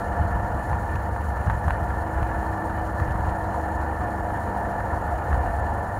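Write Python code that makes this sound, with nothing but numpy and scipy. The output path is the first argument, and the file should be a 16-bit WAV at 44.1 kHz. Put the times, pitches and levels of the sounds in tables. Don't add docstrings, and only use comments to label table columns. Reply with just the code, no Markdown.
import sys
import numpy as np
from scipy import signal
from scipy.io import wavfile
from scipy.ndimage import uniform_filter1d

SR = 44100
rng = np.random.default_rng(int(sys.argv[2]) if len(sys.argv) > 2 else 0)


def amplitude_ratio(level_db):
    exponent = np.asarray(level_db, float) / 20
    return 10 ** exponent


def bounce(signal):
    frames = np.transpose(np.atleast_2d(signal))
    limited = np.clip(frames, -1, 1)
    pcm = np.round(limited * 32767).astype(np.int16)
    wavfile.write(sys.argv[1], SR, pcm)


N = 264159

# (frequency [Hz], width of each pass [Hz], relative level [dB])
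HULL_MODES = [(42.9, 22, -7), (61.4, 13, 1.5), (74.8, 11, 4), (101.5, 11.9, -2), (125.4, 6.8, -13),
              (152.4, 32, -18.5)]
# (frequency [Hz], width of each pass [Hz], relative level [dB])
HOUSING_MODES = [(189.6, 97, -8), (306.7, 140, -11), (513.5, 154, -8.5), (626, 113, -11.5),
                 (693.7, 76, -0.5), (734, 95, -8.5), (829, 103, -2), (928.7, 134, -2.5), (1134, 296, -10),
                 (1415, 295, -9), (1743.4, 149, -4.5), (2120, 154, -28), (2366, 340, -30.5),
                 (2795, 190, -33), (2986, 130, -33)]
# (frequency [Hz], width of each pass [Hz], relative level [dB])
WALL_MODES = [(3070, 1030, -6), (4234, 750, -2), (5710, 3400, -7.5), (6940, 980, -1.5), (8440, 1050, -6.5),
              (9310, 1150, -3), (10660, 1560, -2.5), (12400, 1500, -11), (13300, 920, -8),
              (14300, 1100, -20), (15400, 1900, -8.5)]


def rms_one(x):
    return x / np.sqrt(np.mean(x ** 2) + 1e-20)


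def in_time(rows):
    s, *columns = np.transpose(rows)
    return [np.interp(np.arange(N) / SR, s, c) for c in columns]


def drift(rate):
    r = np.exp(-80 * np.pi * rate / SR)
    noise = rng.standard_normal(N // 40 + 2002)
    slow = signal.lfilter([1], [1, -2 * r, r * r], noise)[2000:]
    return np.interp(np.arange(N) / 40, np.arange(len(slow)), rms_one(slow))


def resonate(x, hz, width_hz):
    r = np.exp(-np.pi * width_hz / SR)
    gain = (1 - r * r) / 2
    stage = [gain, 0, -gain, 1, -2 * r * np.cos(2 * np.pi * hz / SR), r * r]
    return signal.sosfilt([stage, stage], x + 1e-18)


def noisy_modes(modes, flutter_db, rate):
    shared = drift(rate)
    total = 0
    for hz, width_hz, db in modes:
        level = amplitude_ratio(db + flutter_db * (shared + drift(rate)))
        total = total + level * resonate(rng.standard_normal(N), hz, width_hz)
    return rms_one(total)


def struck_modes(modes, clicks):
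    return sum((-1) ** k * amplitude_ratio(db) * resonate(clicks, hz, width_hz)
               for k, (hz, width_hz, db) in enumerate(modes))


def dip(x):
    # (frequency [Hz], width [Hz], gain at the bottom [dB])
    cancellations = [(657, 31, -9.5), (759, 17, -2.5), (1091, 14, -12), (1233, 20, -8), (1461, 12, -12),
                     (1575, 24, -5.5), (1694, 39, -5), (2300, 110, -4.5), (2590, 96, -5)]
    for hz, width_hz, db in cancellations:
        notched = signal.lfilter(*signal.iirnotch(hz, hz / width_hz, SR), x)
        x = amplitude_ratio(db) * x + (1 - amplitude_ratio(db)) * notched
    return x


def ride_db(wave_offset_db):
    # (time [s], level [dB])
    chop = [(0.0, -28), (0.43, -30.5), (1.32, -31.5), (1.47, -32), (4.72, -34.5), (5.44, -27.5),
            (5.99, -34)]
    # (start [s], length [s], level before the offset [dB])
    waves = [(0.188, 0.056, -24), (0.341, 0.03, -19.5), (0.428, 0.038, -29), (0.485, 0.054, -26),
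             (0.686, 0.084, -25), (0.895, 0.041, -19), (0.93, 0.078, -25.5), (1.06, 0.047, -25),
             (1.372, 0.046, -22), (1.474, 0.047, -21), (1.541, 0.039, -27), (1.693, 0.018, -24),
             (1.72, 0.053, -17), (1.894, 0.025, -19.5), (2.157, 0.081, -15), (2.276, 0.03, -30),
             (2.354, 0.088, -25), (2.997, 0.128, -18.5), (3.11, 0.029, -28), (3.196, 0.044, -25),
             (3.285, 0.028, -17.5), (4.01, 0.057, -20), (4.337, 0.041, -22), (4.652, 0.028, -26.5),
             (5.003, 0.14, -26), (5.316, 0.2, -29)]
    rise_s, fall_s = 0.0084, 0.015
    t = np.arange(N) / SR
    chop_db, = in_time(chop)
    power = amplitude_ratio(chop_db) ** 2
    for start, length, db in waves:
        rise = np.clip((t - start) / rise_s + 1, 0, 1)
        fall = np.exp(-np.maximum(t - start - length, 0) / fall_s)
        power = power + (amplitude_ratio(db + wave_offset_db) * rise * fall) ** 2
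    return 10 * np.log10(power)


def wave_swing_db():
    pounding_db = ride_db(0)
    return pounding_db - pounding_db.mean()


def load_db():
    # (time [s], level [dB])
    load = [(0, -31.5), (.4, -31.5), (.7, -33.5), (1.35, -35), (1.7, -33), (2.5, -32.5), (3.0, -33),
            (3.4, -31.5), (4.1, -32), (4.45, -31), (4.75, -31.5), (5.3, -31), (5.99, -32)]
    return in_time(load)[0]


def load_swing_db():
    level_db = load_db()
    return level_db - level_db.mean()


def whine():
    # (frequency [Hz], rms level [dB])
    tones = [(6857, -77), (13714, -71)]
    t = np.arange(N) / SR
    return sum(np.sqrt(2) * amplitude_ratio(db) * np.sin(2 * np.pi * hz * t) for hz, db in tones)


def spray():
    return amplitude_ratio(-58) * noisy_modes(WALL_MODES, flutter_db=1.36, rate=31.0)


def splash():
    level_db = -60.5 + 0.27 * wave_swing_db()
    return amplitude_ratio(level_db) * noisy_modes(HOUSING_MODES[11:], flutter_db=2.64, rate=31.0)


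def jet():
    level_db = -37 + 0.55 * load_swing_db() + 0.074 * wave_swing_db()
    return amplitude_ratio(level_db) * noisy_modes(HOUSING_MODES[8:11], flutter_db=1.0, rate=35.0)


def intake():
    level_db = -35.5 + 2.7 * load_swing_db()
    return amplitude_ratio(level_db) * noisy_modes(HOUSING_MODES[4:6], flutter_db=0.76, rate=16.0)


def water_roar():
    modes = HOUSING_MODES[:4] + HOUSING_MODES[6:8]
    return amplitude_ratio(load_db()) * noisy_modes(modes, flutter_db=1.06, rate=11.7)


def rattle_clicks(shake):
    lag_s, clicks_per_s, spread_db = 0.0022, 650.0, 3.0
    late_shake = np.roll(shake, round(lag_s * SR))
    swing = np.clip(-late_shake / 0.051, 0, 2.5)
    born = rng.random(N) < clicks_per_s * swing ** 2 / SR
    sizes = amplitude_ratio(spread_db * np.minimum(rng.exponential(1, N), 3.0))
    return born * sizes * rng.choice([-1, 1], N)


def mount_rattle(clicks):
    contact = signal.lfilter([1, -1], [1, -.8], amplitude_ratio(-6.5) * clicks)
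    return struck_modes(HOUSING_MODES, contact)


def knocks():
    # (time [s], relative level [dB], extra brightness [dB])
    jolts = [(0.185, -34, -3), (0.447, -23, 3), (0.6972, -17, -5), (0.714, -24, 2), (0.7296, -18, 1),
             (0.813, -30, -3), (0.9554, -26, 14), (1.162, -22.5, -2), (1.3708, -22, 0), (1.4716, -18, -3),
             (1.4984, -14, 5), (1.505, -18, 1), (1.5396, -29, 3), (1.5515, -34, 4), (1.6806, -16, 3),
             (1.683, -22, 2), (1.697, -22, 2), (1.7057, -14.5, 7), (1.7096, -24, 0), (1.74, -32, 6),
             (1.831, -32, 3), (1.905, -25, 5), (2.19, -34, -2), (2.228, -17.5, 5), (2.3138, -22, 2),
             (2.4289, -26, -3), (2.696, -22, -1), (2.999, -19, 3), (3.0765, -21, 1), (3.1078, -28, 13),
             (3.1572, -18, -3), (3.162, -30, -2), (3.2913, -24.5, 9), (4.304, -24, -4), (4.8044, -21, -6),
             (5.018, -37, 4), (5.186, -26, 5), (5.328, -18, 3), (5.344, -25, 1), (5.4604, -21.5, -1)]
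    length = 1500
    body, bright = np.zeros((2, N + length))
    t = np.arange(length) / SR
    fade = 0.22 * np.exp(-t / 0.0025) + 0.061 * np.exp(-t / 0.0096)
    clusters = rng.standard_normal((len(jolts), length)) * fade
    for (s, db, bright_db), cluster in zip(jolts, clusters):
        at = round(s * SR)
        body[at] += 2.67 * amplitude_ratio(db)
        body[at:at + length] += amplitude_ratio(db) * cluster
        bright[at:at + length] += amplitude_ratio(db + bright_db) * cluster
    return body[:N], bright[:N]


def slaps(body, bright):
    # (frequency [Hz], width of each pass [Hz], gain [dB])
    shut_modes = [(835, 410, 20), (1290, 740, 12), (1730, 364, 16.5), (2460, 870, -4.5)]
    low_pass = signal.butter(4, 2280, fs=SR, output="sos")
    dull = signal.sosfilt(low_pass, body)
    return struck_modes(shut_modes[:3], dull) + struck_modes(shut_modes[3:], bright)


def ticks(clicks, bright):
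    source = amplitude_ratio(-47.0) * clicks + amplitude_ratio(-21) * bright
    return struck_modes(WALL_MODES, signal.lfilter([1], [1, -.6], source))


def engine():
    # (multiple of the cycle, level relative to the engine level [dB])
    orders = [(1, -20), (2, -8.5), (3, -3), (4, -3), (5, -12), (6, -12), (7, -21), (8, -8), (9, -16),
              (10, -17), (11, -22), (12, -19), (13, -11.5), (14, -20.5), (15, -27), (16, -19), (18, -17.5),
              (19, -15.5), (20, -18), (21, -16), (22, -20), (23, -18), (24, -16), (25, -12), (27, -24.5),
              (28, -6.5), (29, -14.5), (30, -13), (38, -14.5), (48, -17.5)]
    # (multiple of the cycle, middle [s], length [s], change [dB])
    swells = [(8, 0.96, 0.33, -3), (8, 4.0, 0.79, -3.5), (8, 5.9, 1.57, -12), (13, 1.54, 0.78, -9.5),
              (10, 4.0, 0.78, 3), (13, 2.8, 3, 6), (13, 5.6, 0.8, -4.5), (28, 2.4, 3.9, -5)]
    engine_db, cycle_hz, speed_wander = -35, 24.68, .0008
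    t = np.arange(N) / SR
    turn = 2 * np.pi * np.cumsum(cycle_hz * (1 + speed_wander * drift(0.495))) / SR
    out = 0
    for order, db in orders:
        swell_db = sum(change * np.exp(-(2 * (t - middle) / length) ** 4)
                       for k, middle, length, change in swells if round(k) == round(order))
        loose = 0.18 + min(order / 27.9, 1) ** 4
        level = np.sqrt(2) * amplitude_ratio(engine_db + db + swell_db + 2.2 * loose * drift(1.75))
        waver = 0.096 * drift(2.5) + 1.97 * (loose - .2) * drift(8.1)
        out = out + level * np.sin(order * turn + waver + rng.uniform(0, 2 * np.pi))
    return out


def wave_drumming():
    drumming = noisy_modes(HULL_MODES, flutter_db=1.8, rate=8.2)
    power = uniform_filter1d(drumming ** 2, round(0.027 * SR))
    drumming = rms_one(drumming / (power + 0.15) ** 0.26)
    return amplitude_ratio(ride_db(-9)) * drumming


def drops():
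    # (deepest moment [s], depth of the single swing [dB])
    falls = [(0.2012, -19), (0.213, -17.5), (0.242, -21.5), (0.2534, -18), (0.309, -17.5), (0.361, -18.5),
             (0.446, -22), (0.543, -19), (0.6466, -22), (0.7124, -19.5), (0.727, -15.5), (0.7435, -24),
             (0.755, -28), (0.94, -16.5), (0.9546, -16), (1.469, -16.5), (1.4815, -15.5), (1.4987, -16),
             (1.5101, -22), (1.551, -16), (1.578, -21.5), (1.6677, -20), (1.68, -12), (1.828, -18),
             (2.197, -20), (2.209, -24), (2.2262, -17.5), (2.29, -19.5), (2.308, -23), (2.3894, -20.5),
             (3.0063, -22.5), (3.021, -18.5), (3.056, -25), (3.0752, -25.5), (3.0863, -17.5),
             (3.1558, -16.5), (3.2043, -20), (3.2492, -18.5), (3.2842, -23), (3.2962, -22), (3.3164, -23),
             (4.937, -22.5), (5.313, -20), (5.3265, -18), (5.3415, -15), (5.3572, -23), (5.3788, -17),
             (5.4084, -18.5), (5.4612, -23)]
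    swing_hz, build_s, settle_s = 76, .006, .0068
    sharpness = .2
    t = np.arange(-2000, 2000) / SR
    out = np.zeros(N + 4000)
    turn = 2 * np.pi * swing_hz * t
    swing = -(np.cos(turn) + sharpness * np.cos(2 * turn)) / (1 + sharpness)
    swing = swing * np.exp(-.5 * (t / np.where(t < 0, build_s, settle_s)) ** 2)
    for s, db in falls:
        at = round(s * SR)
        out[at:at + len(t)] += amplitude_ratio(db) * swing
    return out[2000:N + 2000]


def hull_pounding():
    hits = drops()
    ringing = amplitude_ratio(-8.5) * struck_modes(HULL_MODES[1:4], hits)
    pounding = wave_drumming() + hits + ringing
    sag = pounding ** 2 - uniform_filter1d(pounding ** 2, round(0.021 * SR))
    return pounding - 0.8 * sag


def scene():
    hum = engine()
    pounding = hull_pounding()
    clicks = rattle_clicks(pounding + hum)
    body, bright = knocks()
    water = water_roar() + intake() + jet() + splash() + spray()
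    mount = mount_rattle(clicks) + slaps(body, bright) + ticks(clicks, bright)
    return (hum + pounding + dip(water + mount) + whine())[None]


def roll_off(x):
    return signal.sosfilt(signal.butter(12, 15720, fs=SR, output="sos"), x)


def record(dry):
    return roll_off(dry)


dry = scene()
out = record(dry)
bounce(out)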